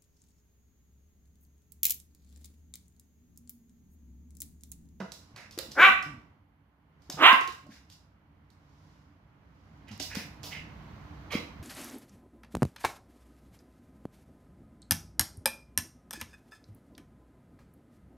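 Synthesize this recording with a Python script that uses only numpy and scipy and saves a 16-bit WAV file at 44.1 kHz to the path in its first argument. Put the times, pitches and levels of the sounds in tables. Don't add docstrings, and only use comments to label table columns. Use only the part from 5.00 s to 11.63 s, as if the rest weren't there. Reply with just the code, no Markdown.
import sys
import numpy as np
from scipy import signal
from scipy.fft import rfft, irfft, next_fast_len
from scipy.io import wavfile
from scipy.ndimage import uniform_filter1d, minimum_filter1d

SR = 44100
rng = np.random.default_rng(int(sys.argv[2]) if len(sys.argv) > 2 else 0)


def wav_out(sig):
    wavfile.write(sys.argv[1], SR, np.round(np.clip(np.atleast_2d(sig).T, -1, 1) * 32767).astype(np.int16))


def decibels_to_gain(level_db):
    exponent = np.asarray(level_db, float) / 20
    return 10 ** exponent


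N = 292277

# (time [s], effort [dB], pitch [Hz], mouth opening [dB])
BARKS = [
    [(.752, -56.5, 217.7, -14), (.78, -26.5, 280.5, -5), (.8, -16, 309.3, 0), (.83, -13.5, 380.7, 5),
     (.855, -15.5, 383.7, 9.5), (.875, -17, 373, 2.5), (.895, -15.5, 393.8, -7.5), (.915, -55.5, 368, -9.5)],
    [(2.17, -49, 231, -8), (2.205, -28.5, 304, -3.5), (2.225, -15.5, 311.5, -6), (2.245, -15, 322.9, 5),
     (2.265, -10.5, 420, 2.5), (2.292, -18, 514.5, 3.5), (2.315, -15, 526, -5.5),
     (2.345, -21.5, 534.6, -14.5), (2.37, -40, 545, -18.5)],
]
# (centre [Hz], width [Hz], level [dB])
BARK_THROATS = [
    [(714.4, 240, -15), (1141, 160, -0.5), (1484, 200, 1), (2234, 260, -4.5), (2987, 480, -17.5),
     (3840, 420, -20.5)],
    [(750, 130, -6), (1156, 200, 1), (1484, 390, -0.5), (2041, 470, -2), (2940, 410, -3), (3600, 600, -7.5)],
]
# (left over right [dB], right capsule lag [samples])
BARK_PLACES = [
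    (1.5, 1),
    (-5, 4.3),
]
# (roughness at start [0-1], clearing [per s], clearest [0-1])
BARK_HOARSENESS = [
    (.75, 5, .4),
    (.9, 4.2, .2),
]
# (opening at start [dB], closing [dB per s])
BARK_JAWS = [
    (12, 149),
    (-8, 33),
]
# (frequency [Hz], density [dB per Hz])
BARK_AIR_COLOUR = [(600, -36.5), (3000, -12.5), (4500, -1.5), (7000, -2), (8600, -10), (10500, -8.5),
                   (12500, -4), (15500, -12), (17000, -40.5)]
BARK_AIR_DB = [-31.5, -29]
BARK_CHEST_DB = [-11, -11.5]
# (time [s], length [s], level [dB], pitch [Hz], sag [Hz per s])
GRUNTS = [
    (0, 0.058, -33, 198.4, 150),
    (1.056, 0.16, -41.5, 154, 289),
    (2.633, 0.116, -52.5, 142.3, 150),
    (4.903, 0.045, -43.5, 111, 30),
]
# (time [s], length [s], level [dB])
HUFF = (6.3, .1, -40)
# (centre [Hz], width [Hz], level [dB])
HUFF_THROAT = [(604, 200, -6), (1150, 116, -1.5), (2240, 300, 0.5), (3260, 155, -3), (4000, 170, -8.5)]
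# (time [s], length [s], peak [dB], resonance [Hz], left over right [dB])
SNORTS = [
    (0.352, 0.16, -52, 1604, -13),
    (2.694, 0.14, -56.5, 1603, -2.5),
    (4.868, 0.092, -51, 1960, -9),
    (5.093, 0.19, -40.5, 1720, -5),
    (5.505, 0.12, -39, 2010, -7),
]
# (time [s], length [s], level [dB])
NOSE_AIR = [
    (5.0, 0.11, -56),
    (5.147, 0.079, -52),
    (5.435, 0.062, -46),
    (6.306, 0.062, -47.5),
]
# (time [s], peak [dB], low part [dB], left over right [dB])
CLAWS = [(0.1196, -34, -14.5, -9.5), (0.3619, -40, -2.5, -3), (0.5102, -42, -44, -4),
         (0.5773, -39.5, -6, 14), (0.5875, -28.5, -6.5, -14.5), (0.7173, -40.5, -26, -17),
         (1.0256, -35.5, -17.5, -1), (2.0206, -59.5, -15.5, -12), (2.0996, -27, -10, 1.5),
         (2.1244, -42, -15, -21), (2.328, -29, -12, -7), (2.4094, -34, -19, -6), (2.476, -32.5, -24, -3.5),
         (2.5242, -42.5, -10.5, 9), (2.667, -56.5, -16.5, -6), (2.9, -45.5, -13.5, -6.5),
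         (2.924, -49, -19, -4), (3.5026, -57.5, -26, -10.5), (4.8828, -51, -10, -1), (4.9137, -50, -11, -5),
         (5.0004, -28.5, -8.5, 6), (5.026, -33.5, -28, -19), (5.1534, -37.5, -5.5, -28.5),
         (5.4316, -47.5, -6.5, -29.5)]
# (time [s], peak [dB], left over right [dB])
TIPS = [
    (.5882, -18, -9.5),
    (.523, -48, -4.5),
    (4.889, -50.5, -9),
    (4.977, -44, -15),
    (5.15, -29.5, -14),
]
# (time [s], peak [dB], pitch [Hz], 60 dB decay [s])
THUMPS = [(0.34, -51, 113, 0.17), (0.576, -33.5, 344, 0.047), (0.685, -45.5, 218, 0.061),
          (0.89, -42, 226.5, 0.19), (0.989, -48, 198, 0.062), (2.095, -39, 284, 0.043),
          (2.14, -45.5, 152.5, 0.25), (2.328, -29.5, 243, 0.058), (2.412, -36, 390, 0.024),
          (2.482, -44.5, 365, 0.052), (2.69, -46, 220, 0.076), (5, -41, 284, 0.088),
          (5.169, -30.5, 201, 0.067), (5.603, -44, 87, 0.077), (5.724, -57, 121.5, 0.078),
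          (6.352, -19.5, 225, 0.028), (6.596, -43, 88, 0.096)]
# (time [s], peak [dB], pitch [Hz], 60 dB decay [s])
KNOCKS = [
    (0.588, -40, 531, 0.07),
    (2.1, -45.5, 586, 0.04),
    (2.664, -51, 598, 0.038),
    (5.0, -43.5, 627, 0.06),
    (5.148, -50.5, 455, 0.18),
    (6.336, -36.5, 483.4, 0.093),
]
# (time [s], length [s], hiss [dB], dull part [dB], left over right [dB])
SCUFFS = [(0, 0.057, -44, 15.5, -7.5), (.37, 0.13, -49.5, 0.5, 2), (0.521, .06, -44.5, -24, -3),
          (0.607, 0.068, -50, -11, -1), (0.711, 0.072, -42, -14, 8), (2.114, 0.18, -45.5, -3, -6),
          (4.913, 0.094, -47.5, -2, -13), (4.996, 0.11, -35.5, -25, -19.5), (5.156, .12, -40, -7, 14),
          (5.435, 0.12, -36.5, -7.5, -4.5), (6.318, .11, -37, -2, -13)]
# (frequency [Hz], density [dB per Hz])
SLIDE_HISS = [(1760, -36), (3000, -7), (4230, -5.5), (4730, -3.5), (6570, -8), (7940, -17), (11600, -19.5),
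              (16000, -27.5)]
# (time [s], half length [s], level [dB])
RUSTLES = [(0, 0.37, -69), (2.054, .04, -72), (2.744, 0.04, -58.5), (2.932, 0.029, -60), (3.851, .25, -76),
           (4.7, 0.23, -80), (5.477, 0.034, -52)]
# (frequency [Hz], 60 dB decay [s])
ROOM_T60 = [(120, 0.36), (400, 0.45), (1000, 0.42), (2500, 0.41), (6000, 0.39), (14000, 0.35)]
# (centre [Hz], width [Hz], level [dB])
ROOM_BOOM = [(67, 14, -2.5), (94, 12, 0.5), (150, 42, 4.5), (216.2, 20, 1), (285.2, 25, 8)]
# (time [s], level [dB])
TRAFFIC = [(0, -69), (.6, -63.5), (1.2, -62), (1.45, -73.5), (1.8, -73.5), (2.15, -64.5), (2.6, -67),
           (3.1, -70.5), (3.45, -69.5), (3.9, -65.5), (4.2, -68.5), (4.63, -65.5), (4.95, -59),
           (5.3, -56.5), (5.7, -53.5), (6.63, -53.5)]
# (frequency [Hz], density [dB per Hz])
TRAFFIC_COLOUR = [(15, -64), (25, -37.5), (53, -5.5), (84, -3.5), (123, -11.5), (212, -10), (236, -15.5),
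                  (270, -7.5), (344, -23), (1020, -18), (1100, -20), (2050, -26.5), (7310, -50),
                  (8360, -61), (16000, -53.5)]
# (level at mean loudness [dB], share of the swell [ratio])
TRAFFIC_LAYERS = [
    (7.5, 0.85),
    (-0.3, 0.9),
    (-17, 1.204),
]
# (frequency [Hz], likeness [0-1])
LIKENESS = [(60, 1), (180, 0.85), (550, 0.43), (1650, 0.0), (4970, 0), (15000, 0.03)]
EDGES = 25 * 2 ** np.arange(0, 9.6, .5)

CLAW_HZ, TIP_HZ = 5350, 11500
TRAFFIC_MEAN_DB = -66
ROOM_DB, ROOM_BASS_CUT_HZ, TIP_ROOM_DB = 0.5, 550, -8.5
RIGHT_CAPSULE_DB, CAPSULE_HISS_DB = 3.5, -87.5
BASS_SHARED_HZ, TOP_CUT_HZ = 420, 16400
TREBLE_DIP_HZ, TREBLE_DIP = 9000, 0.46


def rms_one(x):
    return x / np.sqrt(np.mean(x ** 2) + 1e-20)


def at_hz(points, hz):
    table_hz, values = np.transpose(points)
    return np.interp(np.log(hz), np.log(table_hz), values)


def span(rows):
    s, *columns = np.transpose(rows)
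    t = np.arange(s[0], s[-1], 1 / SR)
    return [np.interp(t, s, column) for column in columns]


def low_pass(order, hz):
    return signal.butter(order, hz, fs=SR, output="sos")


def band(x, low_hz, high_hz, order=2):
    edges = [low_hz, min(high_hz, SR / 2.1)]
    return signal.sosfilt(signal.butter(order, edges, "band", fs=SR, output="sos"), x)


def resonance(x, hz, width_hz):
    r = np.exp(-np.pi * width_hz / SR)
    feedback = [1, -2 * r * np.cos(2 * np.pi * hz / SR), r * r]
    return signal.lfilter(np.array([1, 0, -1]) * (1 - r * r) / 2, feedback, x)


def drift(size, rate_hz):
    r = np.exp(-2 * np.pi * rate_hz / SR)
    white = rng.standard_normal(size + 4000)
    return rms_one(signal.lfilter([1], [1, -2 * r, r * r], white)[4000:])


def coloured(size, spectrum):
    hz = np.fft.rfftfreq(size, 1 / SR) + 1
    return rms_one(irfft(rfft(rng.standard_normal(size)) * decibels_to_gain(at_hz(spectrum, hz)), size))


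def swell(length, rise_s, fall_db_per_s, end_s):
    t = np.arange(round(length * SR)) / SR
    rise, fade = np.minimum(1, t / rise_s), np.minimum(1, t[::-1] / end_s)
    return t, rise * decibels_to_gain(-fall_db_per_s * t) * fade


def add(out, sound, s, pan_db, lag):
    i, steps = max(round(s * SR), 0), np.arange(len(sound))
    early = np.interp(steps - 20., steps, sound, left=0)
    late = np.interp(steps - 20 - lag, steps, sound, left=0)
    pair = np.array([early * decibels_to_gain(pan_db / 2), late * decibels_to_gain(-pan_db / 2)])[:, 20:][:, :N - i]
    out[:, i:i + pair.shape[1]] += pair


def bark(rows, hoarseness, jaw, throat, air_db, chest_db):
    effort_db, pitch, mouth_db = span(rows)
    hoarse, clearing, clearest = hoarseness
    open_db, closing = jaw
    size = len(pitch)
    t = np.arange(size) / SR
    rough = np.clip(hoarse - clearing * t, clearest, 1)
    jaw_db = open_db - closing * t

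    phase = 2 * np.pi * np.cumsum(pitch * (1 + .07 * rough * drift(size, 70))) / SR
    pulses = sum(np.cos(k * phase + 0.319 * k * k) * decibels_to_gain(3.5 * rough * drift(size, 140))
                 for k in range(1, 13)) / np.sqrt(6)
    gate = 1 + .7 * np.cos(phase)
    source = (1 - rough) * pulses + 1.1 * rough * gate * rng.standard_normal(size)

    peaks = []
    for k, (hz, width, db) in enumerate(throat):
        ringing = resonance(resonance(source, hz, 2 * width), hz, 2 * width)
        peaks.append(decibels_to_gain(db) * (-1) ** k * ringing)
    nose, low, high, *mouth = peaks
    voice = rms_one(nose + decibels_to_gain(-jaw_db / 2) * low + decibels_to_gain(jaw_db / 2) * high + decibels_to_gain(mouth_db) * sum(mouth))
    voice = signal.sosfilt(low_pass(6, 3830), voice)

    air = decibels_to_gain(air_db + 0.15 * mouth_db) * gate * coloured(size, BARK_AIR_COLOUR)
    chest = band(pulses + 5.9 * rough * rng.standard_normal(size), 260, 910)
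    chest *= decibels_to_gain(chest_db - .12 * (pitch - 323.5))
    return decibels_to_gain(effort_db) * (voice + air + chest)


def grunt(length, level_db, pitch_hz, sag):
    t, envelope = swell(length, 0.0085, 97, 0.01)
    pitch, size = pitch_hz - sag * t, len(t)
    second_db = 2.5 - .2 * (pitch - 110)
    phase = 2 * np.pi * np.cumsum(pitch * (1 + 0.05 * drift(size, 57))) / SR
    upper = sum(np.sin(k * phase + k * k) * decibels_to_gain(2.9 * drift(size, 86)) for k in range(3, 9))
    voice = np.sin(phase) + decibels_to_gain(second_db) * np.sin(2 * phase) + decibels_to_gain(-25) * upper
    return decibels_to_gain(level_db) * envelope * voice


def huff(length, level_db):
    t, envelope = swell(length, .03, 70, 0.046)
    air = envelope * rng.standard_normal(len(t))
    peaks = [decibels_to_gain(db) * (-1) ** k * resonance(air, hz, width)
             for k, (hz, width, db) in enumerate(HUFF_THROAT)]
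    return decibels_to_gain(level_db) * rms_one(sum(peaks))


def snort(length, peak_db, hz):
    envelope = swell(length, .025, 71.5, 0.067)[1]
    return decibels_to_gain(peak_db - 1.5) * turbulence(envelope, hz, 0, -11.5, -15.5)


def nose_air(length, level_db):
    envelope = swell(length, 0.023, 40.7, 0.057)[1]
    return decibels_to_gain(level_db) * envelope * rms_one(band(rng.standard_normal(len(envelope)), 9000, 17600))


def turbulence(envelope, centre_hz, body_db, hiss_db, low_db):
    size = len(envelope)
    grain = rng.standard_normal(size) * decibels_to_gain(2.2 * drift(size, 120))
    body = rms_one(resonance(grain, centre_hz, 550) - .8 * resonance(grain, 1.5 * centre_hz, 550))
    hiss = coloured(size, SLIDE_HISS)
    low = rms_one(band(grain, 350, 1300))
    return envelope * (decibels_to_gain(body_db) * body + decibels_to_gain(hiss_db) * hiss + decibels_to_gain(low_db) * low)


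def claw(peak_db, hz, low_db):
    t = np.arange(round(0.085 * SR)) / SR
    decay = np.exp(-t / .0015) + 0.38 * np.exp(-t / 0.021)
    ringing, scrape = rng.standard_normal((2, len(t))) * decay
    tick = 2.4 * resonance(ringing, hz, 1800) + .5 * band(scrape, 2400, 15000)
    return decibels_to_gain(peak_db - 5.0) * (tick + decibels_to_gain(low_db + 9.5) * band(scrape, 600, 2900))


def tip(peak_db):
    t = np.arange(round(.02 * SR)) / SR
    burst = rng.standard_normal(len(t)) * np.exp(-t / .0012)
    return decibels_to_gain(peak_db) * (resonance(burst, TIP_HZ, 3000) + .6 * band(burst, 4500, 11000))


def thump(peak_db, hz, t60):
    t = np.arange(round(.3 * SR)) / SR
    fall = decibels_to_gain(-60 * t / t60) * (1 - np.exp(-t / 0.0022))
    puff = rms_one(band(rng.standard_normal(len(t)), 100, 710)) * fall
    panel = np.sin(2 * np.pi * hz * t) + 0.55 * np.sin(2 * np.pi * 1.2 * hz * t)
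    return decibels_to_gain(peak_db + 6.0) * fall * (panel + 0.19 * puff)


def scuff(length, hiss_db, low_db):
    envelope = swell(length, 0.003, 119.5, 0.079)[1]
    return decibels_to_gain(hiss_db - 8) * turbulence(envelope, 1970, -14.5, 0, low_db)


def rustle():
    t = np.arange(N) / SR
    swells = sum(decibels_to_gain(db) * np.exp(-((t - s) / half) ** 2) for s, half, db in RUSTLES)
    hiss = coloured(next_fast_len(2 * N, True), SLIDE_HISS)[:2 * N].reshape(2, N)
    return swells * decibels_to_gain(1.4 * drift(N, 60)) * hiss


def room(x):
    t = np.arange(round(.7 * SR)) / SR
    mid, side = rng.standard_normal((2, len(t)))
    echoes = np.array([mid + band(side, 360, 23000), mid - band(side, 300, 20000)])
    tail = sum(band(echoes, low, high) * decibels_to_gain(-60 * t / at_hz(ROOM_T60, np.sqrt(low * high)))
               for low, high in zip(EDGES, EDGES[1:]))
    tail = band(tail, ROOM_BASS_CUT_HZ, 22000, order=1)
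    tail *= np.clip((t - .004) / 0.016, 0, 1)
    tail /= np.sqrt(np.sum(tail ** 2) / 2)
    return decibels_to_gain(ROOM_DB) * signal.fftconvolve(x.mean(axis=0)[None], tail, axes=1)[:, :N]


def traffic():
    layers, white = np.zeros((3, 2, N)), rng.standard_normal((2, 2, N))
    for k, (low, high) in enumerate(zip(EDGES, EDGES[1:])):
        hz = np.sqrt(low * high)
        mid, side = band(white[k % 2], low, high)
        alike = np.clip(at_hz(LIKENESS, hz), 0, 1)
        gain = decibels_to_gain(at_hz(TRAFFIC_COLOUR, hz) + 0.5 * drift(N, 18))
        pair = np.sqrt(1 + alike) * mid + np.sqrt(1 - alike) * side * [[1], [-1]]
        layers[int(hz > 350) + int(hz > 2800)] += gain * pair
    rumble = layers[0]
    boom = sum(decibels_to_gain(db) * resonance(rumble, hz, width) for hz, width, db in ROOM_BOOM)
    layers[0] += decibels_to_gain(16.5) * boom * np.std(rumble) / np.std(boom) / 2
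    swing = np.interp(np.arange(N) / SR, *np.transpose(TRAFFIC)) - TRAFFIC_MEAN_DB
    gains = [decibels_to_gain(TRAFFIC_MEAN_DB + db + share * swing) for db, share in TRAFFIC_LAYERS]
    return sum(gain * rms_one(layer) for gain, layer in zip(gains, layers))


def scene():
    dogs, near = np.zeros((2, 2, N))
    barks = zip(BARKS, BARK_HOARSENESS, BARK_JAWS, BARK_THROATS, BARK_AIR_DB, BARK_CHEST_DB)
    for voice, (pan_db, lag) in zip(barks, BARK_PLACES):
        add(dogs, bark(*voice), voice[0][0][0], pan_db, lag)
    for s, *voice in GRUNTS:
        add(dogs, grunt(*voice), s, -1.5, 1.5)
    add(dogs, huff(*HUFF[1:]), HUFF[0], -7, 1.6)
    for s, *breath, pan_db in SNORTS:
        add(dogs, snort(*breath), s, pan_db, 1.6)
    for s, *breath in NOSE_AIR:
        add(dogs, nose_air(*breath), s, -6, .3)
    for s, peak_db, low_db, pan_db in CLAWS:
        add(dogs, claw(peak_db, CLAW_HZ * rng.uniform(0.77, 0.98), low_db), s, pan_db, 1.11)
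    for s, peak_db, pan_db in TIPS:
        add(near, tip(peak_db), s, pan_db, .4)
    for s, *landing in [*THUMPS, *KNOCKS]:
        add(dogs, thump(*landing), s, 0, 0)
    for s, *friction, pan_db in SCUFFS:
        add(dogs, scuff(*friction), s, pan_db, .7)
    dogs = dogs + rustle()
    around = room(dogs + decibels_to_gain(TIP_ROOM_DB) * near) + traffic()
    return dogs + near + around * decibels_to_gain([[-RIGHT_CAPSULE_DB / 2], [RIGHT_CAPSULE_DB / 2]])


def top_cut(x):
    return signal.sosfilt(signal.butter(12, 16830, fs=SR, output="sos"), x)


def record(dry):
    bass = signal.sosfiltfilt(low_pass(2, BASS_SHARED_HZ), dry)
    hiss = decibels_to_gain(CAPSULE_HISS_DB) * band(rng.standard_normal((2, N)), 9000, 17000)
    capsules = dry - 0.35 * (bass - bass.mean(axis=0)) + hiss
    capsules = capsules - TREBLE_DIP * resonance(capsules, TREBLE_DIP_HZ, 1800)
    safe_gain = np.minimum(1, .97 / (np.abs(capsules).max(axis=0) + 1e-9))
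    held = capsules * uniform_filter1d(minimum_filter1d(safe_gain, size=261), size=131)
    mix = signal.sosfilt(signal.cheby2(12, 60, TOP_CUT_HZ, fs=SR, output="sos"), held)
    return top_cut(mix)


dry = scene()
out = record(dry)
wav_out(out)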